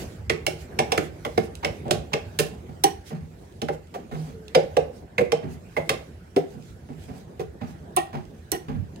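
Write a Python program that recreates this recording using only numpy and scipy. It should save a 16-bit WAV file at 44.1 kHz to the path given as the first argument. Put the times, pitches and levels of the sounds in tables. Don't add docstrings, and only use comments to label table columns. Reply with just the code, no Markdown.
import sys
import numpy as np
from scipy import signal
from scipy.fft import rfft, irfft, next_fast_len
from scipy.io import wavfile
from scipy.ndimage import uniform_filter1d, map_coordinates

SR = 44100
rng = np.random.default_rng(int(sys.argv[2]) if len(sys.argv) > 2 else 0)


def master(y):
    cut = np.clip(np.atleast_2d(y).T, -1, 1)
    pcm = np.round(cut * 32767)
    wavfile.write(sys.argv[1], SR, pcm.astype(np.int16))


N = 396900

# (time [s], rumble level [dB], mid-range level [dB])
BACKGROUND_LEVELS = [(0.0, -36.5, -34), (.3, -37.5, -47), (.95, -39, -38), (1.1, -41.5, -43.5),
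                     (2.01, -37.5, -42), (2.8, -44, -45), (3.4, -44.5, -51), (3.99, -47.5, -47),
                     (4.26, -40.5, -45.5), (4.76, -41, -42.5), (5.1, -44.5, -49), (5.5, -42, -45.5),
                     (5.97, -41, -41.5), (6.2, -44, -48), (7.1, -43, -48), (7.84, -44.5, -47.5),
                     (8.57, -42.5, -48.5), (9.0, -42, -46.5)]
# (frequency [Hz], relative level [dB])
RUMBLE_SPECTRUM = [(15, -32), (25, -22), (59, -1), (81, 3), (168, -15), (250, -19.5), (320, -50),
                   (550, -120)]
# (frequency [Hz], relative level [dB])
MIDRANGE_SPECTRUM = [(88, -19), (150, 4), (303, -5.5), (350, -3.5), (770, -13), (1140, -22), (1840, -37.5),
                     (2600, -48), (3380, -55.5), (5720, -120)]
# (frequency [Hz], relative level [dB])
HISS_SPECTRUM = [(880, -14), (1500, 5.5), (2060, 0), (3770, -7), (7840, -10.5), (15100, -16.5),
                 (16000, -21)]
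# (frequency [Hz], correlation [-1 to 1])
PORT_LIKENESS = [(60, 1), (200, 0.89), (400, 0.85), (600, 0.06), (1000, 0.25), (1800, 0.045),
                 (15000, 0.037)]
# (frequency [Hz], relative level [dB])
BUFFET_SPECTRUM = [(20, -30), (60, -0.5), (100, 0.5), (150, -7), (300, -24), (600, -69.5)]
# (middle [s], level [dB], half length to 1/e [s])
SLEEVE_SWISHES = [(0.005, -39.5, 0.045), (0.116, -56, 0.058), (0.616, -48.5, 0.035), (1.042, -47.5, 0.035),
                  (1.303, -54.5, 0.08), (1.449, -48, 0.023), (1.76, -57, 0.056), (3.084, -46, 0.025),
                  (3.738, -52.5, 0.018), (4.17, -58, 0.044), (4.256, -54, 0.07), (4.97, -56.5, 0.044),
                  (5.53, -52.5, 0.028), (6.522, -60, 0.03), (6.677, -59, 0.065), (7.032, -56.5, 0.038),
                  (7.184, -56.5, 0.04), (7.697, -56.5, 0.04)]
# (frequency [Hz], relative level [dB])
CLOTH_SPECTRUM = [(900, -12), (2000, -1), (4000, -1.5), (8000, -3.5), (13000, -10.5), (16000, -13)]

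# (time [s], level [dB])
TICK_EVENTS = [(1.5528, -27.5), (1.8813, -44), (3.5237, -51), (3.8711, -55), (4.481, -36), (5.25, -49),
               (6.6238, -50.5), (8.2526, -46), (8.96, -45.5)]
# (time [s], body [dB], arms and frame [dB], grit [dB], chatter decay [s], bloom scale [s])
THUMP_EVENTS = [(1.625, -35, -33, -34, 0.015, .01), (1.845, -30, -30, -47, 0.074, 0.015),
                (2.114, -32, -33.5, -42.5, 0.019, .018), (2.684, -31, -45, -60, 0.024, 0.0054),
                (3.102, -29.5, -39, -47.5, 0.058, .003), (4.111, -31, -38, -46.5, 0.077, .003),
                (4.269, -44, -47, -55.5, 0.044, .005), (5.425, -30, -41, -47, 0.061, .004),
                (6.538, -38, -47, -67, 0.066, .004), (6.884, -32, -40, -49, 0.028, 0.0045),
                (7.08, -34.5, -42, -55, 0.061, .006), (7.607, -29.5, -39, -44, 0.058, .003),
                (8.128, -28.5, -36.5, -42.5, 0.051, .003), (8.681, -24.5, -38.5, -43, 0.057, 0.0027)]
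# (time [s], shrill modes [dB], first mode [dB], second mode [dB],
# middle modes [dB], high modes [dB], crack [dB], bloom scale [s])
CLANK_EVENTS = [(2.837, -16, -17, -16.5, -28.5, -20.5, -14.5, 0.0038),
                (7.9636, -18.5, -21, -14, -21.5, -39, -23.5, 0.006),
                (8.5167, -20.5, -24.5, -27.5, -30, -21, -28, 0.0082)]
# (time [s], crack [dB], crack tilt [dB per octave], frame [dB], arms [dB],
# arms tilt [dB per octave], screw [dB], eye [dB], chatter scale [s])
KNOCK_EVENTS = [(0.2957, -19, -6, -19.5, -34, -1.5, -19.5, -20, 0.013),
                (0.4648, -14, -0.5, -21, -25, -0.5, -53, -24, .009),
                (0.7878, -14.5, -5.5, -20, -19, 4.5, -20.5, -20.5, .012),
                (0.9185, -18.5, -5, -46, -16.5, -6, -29.5, -32, .011),
                (0.9755, -21.5, -3.5, -18, -30, -2, -19.5, -24, 0.0099),
                (1.2486, -43.5, -19, -24.5, -22.5, 2.5, -23, -35.5, 0.013),
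                (1.375, -26.5, -7, -15, -28, 8, -27.5, -24.5, 0.0064),
                (1.6464, -20.5, -7, -23, -23, -3.5, -24, -26, 0.012),
                (1.9078, -15.5, -3, -20.5, -23.5, -2, -45, -52.5, 0.011),
                (2.1318, -24, -7, -20, -22.5, -4.5, -29.5, -26, 0.013),
                (2.388, -8.5, 1.5, -20.5, -27, -1, -19, -36, 0.015),
                (3.6167, -26, -5.5, -21.5, -27.5, -3.5, -35.5, -42, .0086),
                (3.6834, -42, -3, -26.5, -22, -2.5, -26, -36.5, 0.015),
                (3.9395, -56, -16, -33.5, -30, 0.5, -39, -62, 0.015),
                (4.5475, -14, -6.5, -16.5, -11, -9.5, -28, -26, 0.011),
                (4.767, -24.5, -4.5, -20.5, -10.5, -9, -46, -39.5, .0065),
                (5.1804, -27.5, -9.5, -15.5, -16.5, -26, -22.5, -16.5, 0.015),
                (5.319, -21.5, -6.5, -21, -15, -10, -31.5, -35, 0.009),
                (5.765, -45, 1, -20.5, -15, -3, -27.5, -24, 0.014),
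                (5.892, -15, -4, -21, -19, -2.5, -16, -28.5, 0.012),
                (6.3616, -26, -3.5, -17, -15, -3.5, -49.5, -32, .0084),
                (7.3937, -47, -6, -24, -38.5, -1, -56.5, -46, 0.012)]

# (frequency [Hz], width [Hz], relative strength [dB])
BODY_MODES = [(119, 87, -4.5), (157.6, 8.4, 9.5), (179.9, 6.5, -1.5), (243, 38, -1)]
# (frequency [Hz], width [Hz], relative strength [dB])
FRAME_MODES = [(299, 33, -14), (363.6, 25.3, -2.5), (396.2, 76, -3), (434, 68, 2)]
# (frequency [Hz], width [Hz], relative strength [dB])
ARM_MODES = [(475, 56, -3), (567.4, 105.6, -5), (660, 102, -4), (698.6, 75, -3), (802, 67, -7.5)]
# (frequency [Hz], width [Hz], relative strength [dB])
SCREW_MODES = [(1050, 87, -2), (1360, 280, 5.5), (1810, 167, 5.5), (1892, 236, 5), (2550, 520, -7.5),
               (2863, 310, 2.5), (3240, 310, -14)]
# (frequency [Hz], width [Hz], relative strength [dB])
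PIN_MODES = [(2720, 91, 9.5), (3240, 200, 0), (3970, 34, -4), (4920, 43, 8), (5400, 490, 2), (6320, 120, 8),
             (7630, 200, -4), (9160, 110, -9), (10340, 230, -26)]
# (frequency [Hz], width [Hz], relative strength [dB])
ROD_FIRST_MODES = [(343, 46, 2.9), (421, 77, 0.5)]
# (frequency [Hz], width [Hz], relative strength [dB])
ROD_SECOND_MODES = [(713, 103, 0), (794, 45, 9)]
# (frequency [Hz], width [Hz], relative strength [dB])
ROD_MIDDLE_MODES = [(1040, 46, 5.5), (1440, 170, -3), (1820, 45, 5), (1893, 45, 8), (2410, 360, -10.5),
                    (2820, 150, -3.5), (3166, 490, -8)]
# (frequency [Hz], width [Hz], relative strength [dB])
ROD_HIGH_MODES = [(2920, 97, -5), (4460, 200, -6), (4350, 260, 0.5), (5400, 160, -7.5), (5740, 440, 5),
                  (6220, 160, -3.5), (7160, 170, -10.5)]
# (frequency [Hz], width [Hz], relative strength [dB])
ROD_SHRILL_MODES = [(7800, 200, -5), (9380, 580, -0.5), (10700, 550, -8), (12850, 920, -6.5),
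                    (13460, 400, -23), (15400, 330, -11)]

# (frequency [Hz], relative level [dB])
CRACK_SPECTRUM = [(600, -15), (1200, -6), (2000, -8), (3000, 4), (5000, -4.5), (7000, -3.5), (10000, -4),
                  (14000, -14), (17000, -12)]
# (frequency [Hz], relative level [dB])
TICK_SPECTRUM = [(1500, -40), (2600, 6.5), (4000, 0), (8000, -4), (16000, -22)]
# (frequency [Hz], relative level [dB])
GRIT_SPECTRUM = [(500, -11), (900, 8.5), (1500, 1.5), (2500, -3), (5000, -15.5), (10000, -30), (16000, -31)]
# (frequency [Hz], decay by 60 dB [s])
UNDERSIDE_DECAY = [(100, 0.21), (300, 0.33), (700, 0.27), (2000, 0.33), (5000, 0.27), (13000, 0.21)]
# (frequency [Hz], gain [dB])
LEFT_PORT_GAIN = [(60, -2), (300, -1), (700, -1), (2500, -3), (4500, -6.5), (6500, -4.5), (10000, -13.5),
                  (15000, -7.5)]
# (frequency [Hz], phase lead [radians])
LEFT_PORT_LEAD = [(60, 0.12), (200, 0.64), (350, 1), (600, 0.32), (900, .01), (16000, .01)]

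HISS_DB, HISS_PER_DB = -58.5, 1
PUFF_S, PUFF_RISE_S, PUFF_HOLD_S, PUFF_FALL_S, PUFF_DB = 8.70, 0.046, 0.071, 0.03, -24
RUSTLE_DB, RUSTLE_SWING_DB = -65, 3.5
GROAN_S, GROAN_LENGTH_S, GROAN_DB, GROAN_SAG_DB_PER_S = 4.335, 0.19, -38.5, -49
CLANK_CHATTER_S, KNOCK_BLOOM_S = 0.01, 0.0037
EYE_HZ, EYE_WIDTH_HZ, EYE_SAG_HZ_PER_S = 2223, 100, 20
BODY_SHARE_DB = -7
AFTER_DB, AFTER_PER_DB = -7, 0.51
LEFT_LAG_S = 20 / 44100
TOP_HZ = 15900
SPAN = SR // 3


def amp(db):
    return 10 ** (np.asarray(db) / 20)


def unit(x):
    return x / np.sqrt(np.mean(np.abs(x) ** 2) + 1e-20)


def along(points, hz):
    f, v = np.transpose(points)
    return np.interp(np.log(hz + 1), np.log(f + 1), v)


def curves(rows):
    s, *cols = np.transpose(rows)
    return [np.interp(np.arange(N) / SR, s, c) for c in cols]


def wobble(rate):
    knots = rng.standard_normal(int(N * rate / SR) + 4)
    return map_coordinates(knots, [np.arange(N) * rate / SR])


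def gesture(start_s, rise_s, hold_s, fall_s):
    t = np.arange(N) / SR - start_s
    rise = np.clip(t / rise_s, 0, 1) ** 2
    return rise * np.exp(-np.maximum(t - rise_s - hold_s, 0) / fall_s)


def filtered(x, response):
    n = x.shape[-1]
    m = next_fast_len(n + 4096)
    return irfft(rfft(x, m) * response(np.fft.rfftfreq(m, 1 / SR)), m)[..., :n]


def rush(spectrum, patchy_db):
    z = signal.stft(rng.standard_normal((2, N)), nperseg=512)[2]
    field = uniform_filter1d(rng.standard_normal(z.shape[1:]), size=5, axis=0)
    field = uniform_filter1d(field, size=8, axis=1)
    pair = signal.istft(z * amp(patchy_db * unit(field)), nperseg=512)[1][:, :N]

    def mid_side(hz):
        turn = np.arccos(np.clip(along(PORT_LIKENESS, hz), -1, 1)) / 2
        return amp(along(spectrum, hz)) * [np.cos(turn), np.sin(turn)]

    mid, side = filtered(pair, mid_side)
    return unit(np.array([mid + side, mid - side]))


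def chatter(length_s, bloom_s, after_db, after_s=0.038):
    t = np.arange(SPAN) / SR
    swell = (1 - np.exp(-t / max(0.65 * bloom_s, 0.0003))) ** 2
    decay = np.exp(-t / max(length_s, 0.001)) + amp(after_db) * np.exp(-t / after_s)
    shape = swell * decay
    shared, own = rng.standard_normal(SPAN), rng.standard_normal((2, SPAN))
    lumps = np.interp(t * 250, np.arange(200), rng.standard_normal(200))
    return shape / shape.max() * amp(3.23 * lumps) * (1.15 * shared + 0.7 * own)


def modes_of(modes, db, scatter_db=2.5):
    modes = np.array(modes) + np.outer(rng.standard_normal(len(modes)), [0, 0, scatter_db])

    def answer(f):
        total = 0
        for k, (center, width, gain_db) in enumerate(modes):
            resonance = 1j * f * width / (center * center - f * f + 1j * f * width)
            total = total + (-1) ** k * amp(gain_db) * resonance
        return total

    return lambda f: amp(db) * unit(answer(f))


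def blend_of(spectrum, db, tilt_db=0.6):
    def response(hz):
        tilt = tilt_db * np.log2(np.maximum(hz, 1500) / 5000)
        return amp(db + tilt) * unit(amp(along(spectrum, hz)))
    return response


def tilted(response, tilt_db, pivot_hz=600):
    return lambda hz: response(hz) * amp(tilt_db * np.log2(np.clip(hz / pivot_hz, 0.7, 1.4)))


def ring(force, *parts):
    return filtered(force, lambda hz: sum(part(hz) for part in parts))


def under_car(x, wet_db):
    hz, t, z = signal.stft(rng.standard_normal((2, SPAN)), SR, nperseg=256)
    decay = amp(-60 * t / along(UNDERSIDE_DECAY, hz)[:, None])
    tail = signal.istft(z * decay, SR, nperseg=256)[1][:, :SPAN]
    delayed = np.pad(x, ((0, 0), (130, 0)))
    wet = signal.fftconvolve(delayed, tail / np.linalg.norm(tail[0]), axes=1)[:, :SPAN]
    return x + amp(wet_db) * wet


def add(out, s, x):
    out[:, round(s * SR):][:, :SPAN] += x


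def air():
    rumble_db, midrange_db = curves(BACKGROUND_LEVELS)
    hiss_db = HISS_DB + HISS_PER_DB * (midrange_db - midrange_db.mean())
    rumble = amp(rumble_db + 1.17 * wobble(24)) * rush(RUMBLE_SPECTRUM, patchy_db=2.5)
    midrange = amp(midrange_db + 2.5 * wobble(9)) * rush(MIDRANGE_SPECTRUM, patchy_db=2.5)
    hiss = amp(hiss_db + 0.55 * wobble(10)) * rush(HISS_SPECTRUM, patchy_db=3.5)
    return rumble + midrange + hiss


def wind():
    noise = rng.standard_normal((2, N))
    buffet = unit(filtered(noise, lambda hz: amp(along(BUFFET_SPECTRUM, hz))))
    level_db = PUFF_DB + np.array([[-10], [0]]) + 3.5 * wobble(30)
    return amp(level_db) * buffet * gesture(PUFF_S, PUFF_RISE_S, PUFF_HOLD_S, PUFF_FALL_S)


def sleeve():
    t = np.arange(0, N, 32) / SR
    swell = sum(amp(db) * np.exp(-((t - s) / half_s) ** 2) for s, db, half_s in SLEEVE_SWISHES)
    rustle = amp(RUSTLE_DB + RUSTLE_SWING_DB * wobble(4))
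    level = np.interp(np.arange(N) / SR, t, swell) + rustle
    return level * amp(0.83 * wobble(120)) * rush(CLOTH_SPECTRUM, patchy_db=2.5)


def groan():
    cycles = np.cumsum(445 + 12 * wobble(26)) / SR
    sag_db = GROAN_SAG_DB_PER_S * np.clip(np.arange(N) / SR - GROAN_S, 0, 1)
    level = amp(GROAN_DB + sag_db + 1.7 * wobble(24.85))
    return level * gesture(GROAN_S, 0.0074, GROAN_LENGTH_S, 0.015) * np.sin(2 * np.pi * cycles)


def ticks():
    out = np.zeros((2, N + SR))
    for s, db in TICK_EVENTS:
        force = chatter(0.0018, 0.00046, after_db=-38.0, after_s=0.011)
        add(out, s, under_car(ring(force, blend_of(TICK_SPECTRUM, db)), wet_db=-8.0))
    return out[:, :N]


def body():
    out = np.zeros((2, N + SR))
    for s, body_db, arms_db, grit_db, length_s, bloom_s in THUMP_EVENTS:
        force = chatter(length_s, bloom_s, after_db=-20)
        shake = ring(force,
                     modes_of(BODY_MODES, body_db),
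                     modes_of(FRAME_MODES + ARM_MODES, arms_db),
                     blend_of(GRIT_SPECTRUM, grit_db))
        add(out, s, under_car(shake, wet_db=-9.0))
    return out[:, :N]


def rod():
    out = np.zeros((2, N + SR))
    for s, shrill_db, first_db, second_db, middle_db, high_db, crack_db, bloom_s in CLANK_EVENTS:
        lean = chatter(1.64 * CLANK_CHATTER_S, bloom_s, after_db=-25, after_s=0.068)
        snap = chatter(0.4 * CLANK_CHATTER_S, 0.00077, after_db=-34)
        crash = chatter(0.59 * CLANK_CHATTER_S, 0.00052, after_db=-22.5)
        tone = ring(lean,
                    modes_of(ROD_FIRST_MODES, first_db),
                    modes_of(ROD_SECOND_MODES, second_db),
                    modes_of(ROD_MIDDLE_MODES, middle_db),
                    blend_of(GRIT_SPECTRUM, crack_db - 16),
                    modes_of(BODY_MODES, first_db - 11.5))
        shrill = ring(snap, modes_of(ROD_SHRILL_MODES, shrill_db))
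        bright = ring(crash,
                      modes_of(ROD_HIGH_MODES, high_db, scatter_db=3.0),
                      blend_of(CRACK_SPECTRUM, crack_db))
        add(out, s, under_car(tone + shrill + bright, wet_db=-13.0))
    return out[:, :N]


def hook():
    out = np.zeros((2, N + SR))
    for (s, crack_db, tilt_db, frame_db, arms_db, arms_tilt_db,
         screw_db, eye_db, length_s) in KNOCK_EVENTS:
        after_db = AFTER_DB + AFTER_PER_DB * crack_db
        heavy = chatter(1.34 * length_s, KNOCK_BLOOM_S, after_db, after_s=0.058)
        light = chatter(0.46 * length_s, 0.38 * KNOCK_BLOOM_S, after_db - 12.5)
        eye = [(EYE_HZ - EYE_SAG_HZ_PER_S * s, EYE_WIDTH_HZ, 0)]
        low = ring(heavy,
                   modes_of(BODY_MODES, frame_db + BODY_SHARE_DB),
                   modes_of(FRAME_MODES, frame_db),
                   tilted(modes_of(ARM_MODES, arms_db), arms_tilt_db))
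        high = ring(light,
                    modes_of(SCREW_MODES, screw_db),
                    modes_of(eye, eye_db),
                    modes_of(PIN_MODES, crack_db - 10.5, scatter_db=7.5),
                    blend_of(CRACK_SPECTRUM, crack_db - 3.5, tilt_db),
                    blend_of(GRIT_SPECTRUM, arms_db - 11.5))
        add(out, s, under_car(low + high, wet_db=-9))
    return out[:, :N]


def scene():
    background = air() + wind() + sleeve()
    jack = amp([[-3.5], [-1.5]]) * (ticks() + body() + rod() + hook())
    return background + groan() + jack


def record(dry):
    def left(hz):
        phase = along(LEFT_PORT_LEAD, hz) - 2 * np.pi * hz * LEFT_LAG_S
        return amp(along(LEFT_PORT_GAIN, hz)) * np.exp(1j * phase)

    def microphone(hz):
        bass_cut = (1j * hz / (45 + 1j * hz)) ** 2
        return np.array([left(hz), np.ones_like(hz)]) * bass_cut

    ports = filtered(dry, microphone)
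    rounded = ports / (1 + np.abs(ports / 0.93) ** 6) ** (1 / 6)
    return filtered(rounded, lambda hz: hz < TOP_HZ)


dry = scene()
out = record(dry)
master(out)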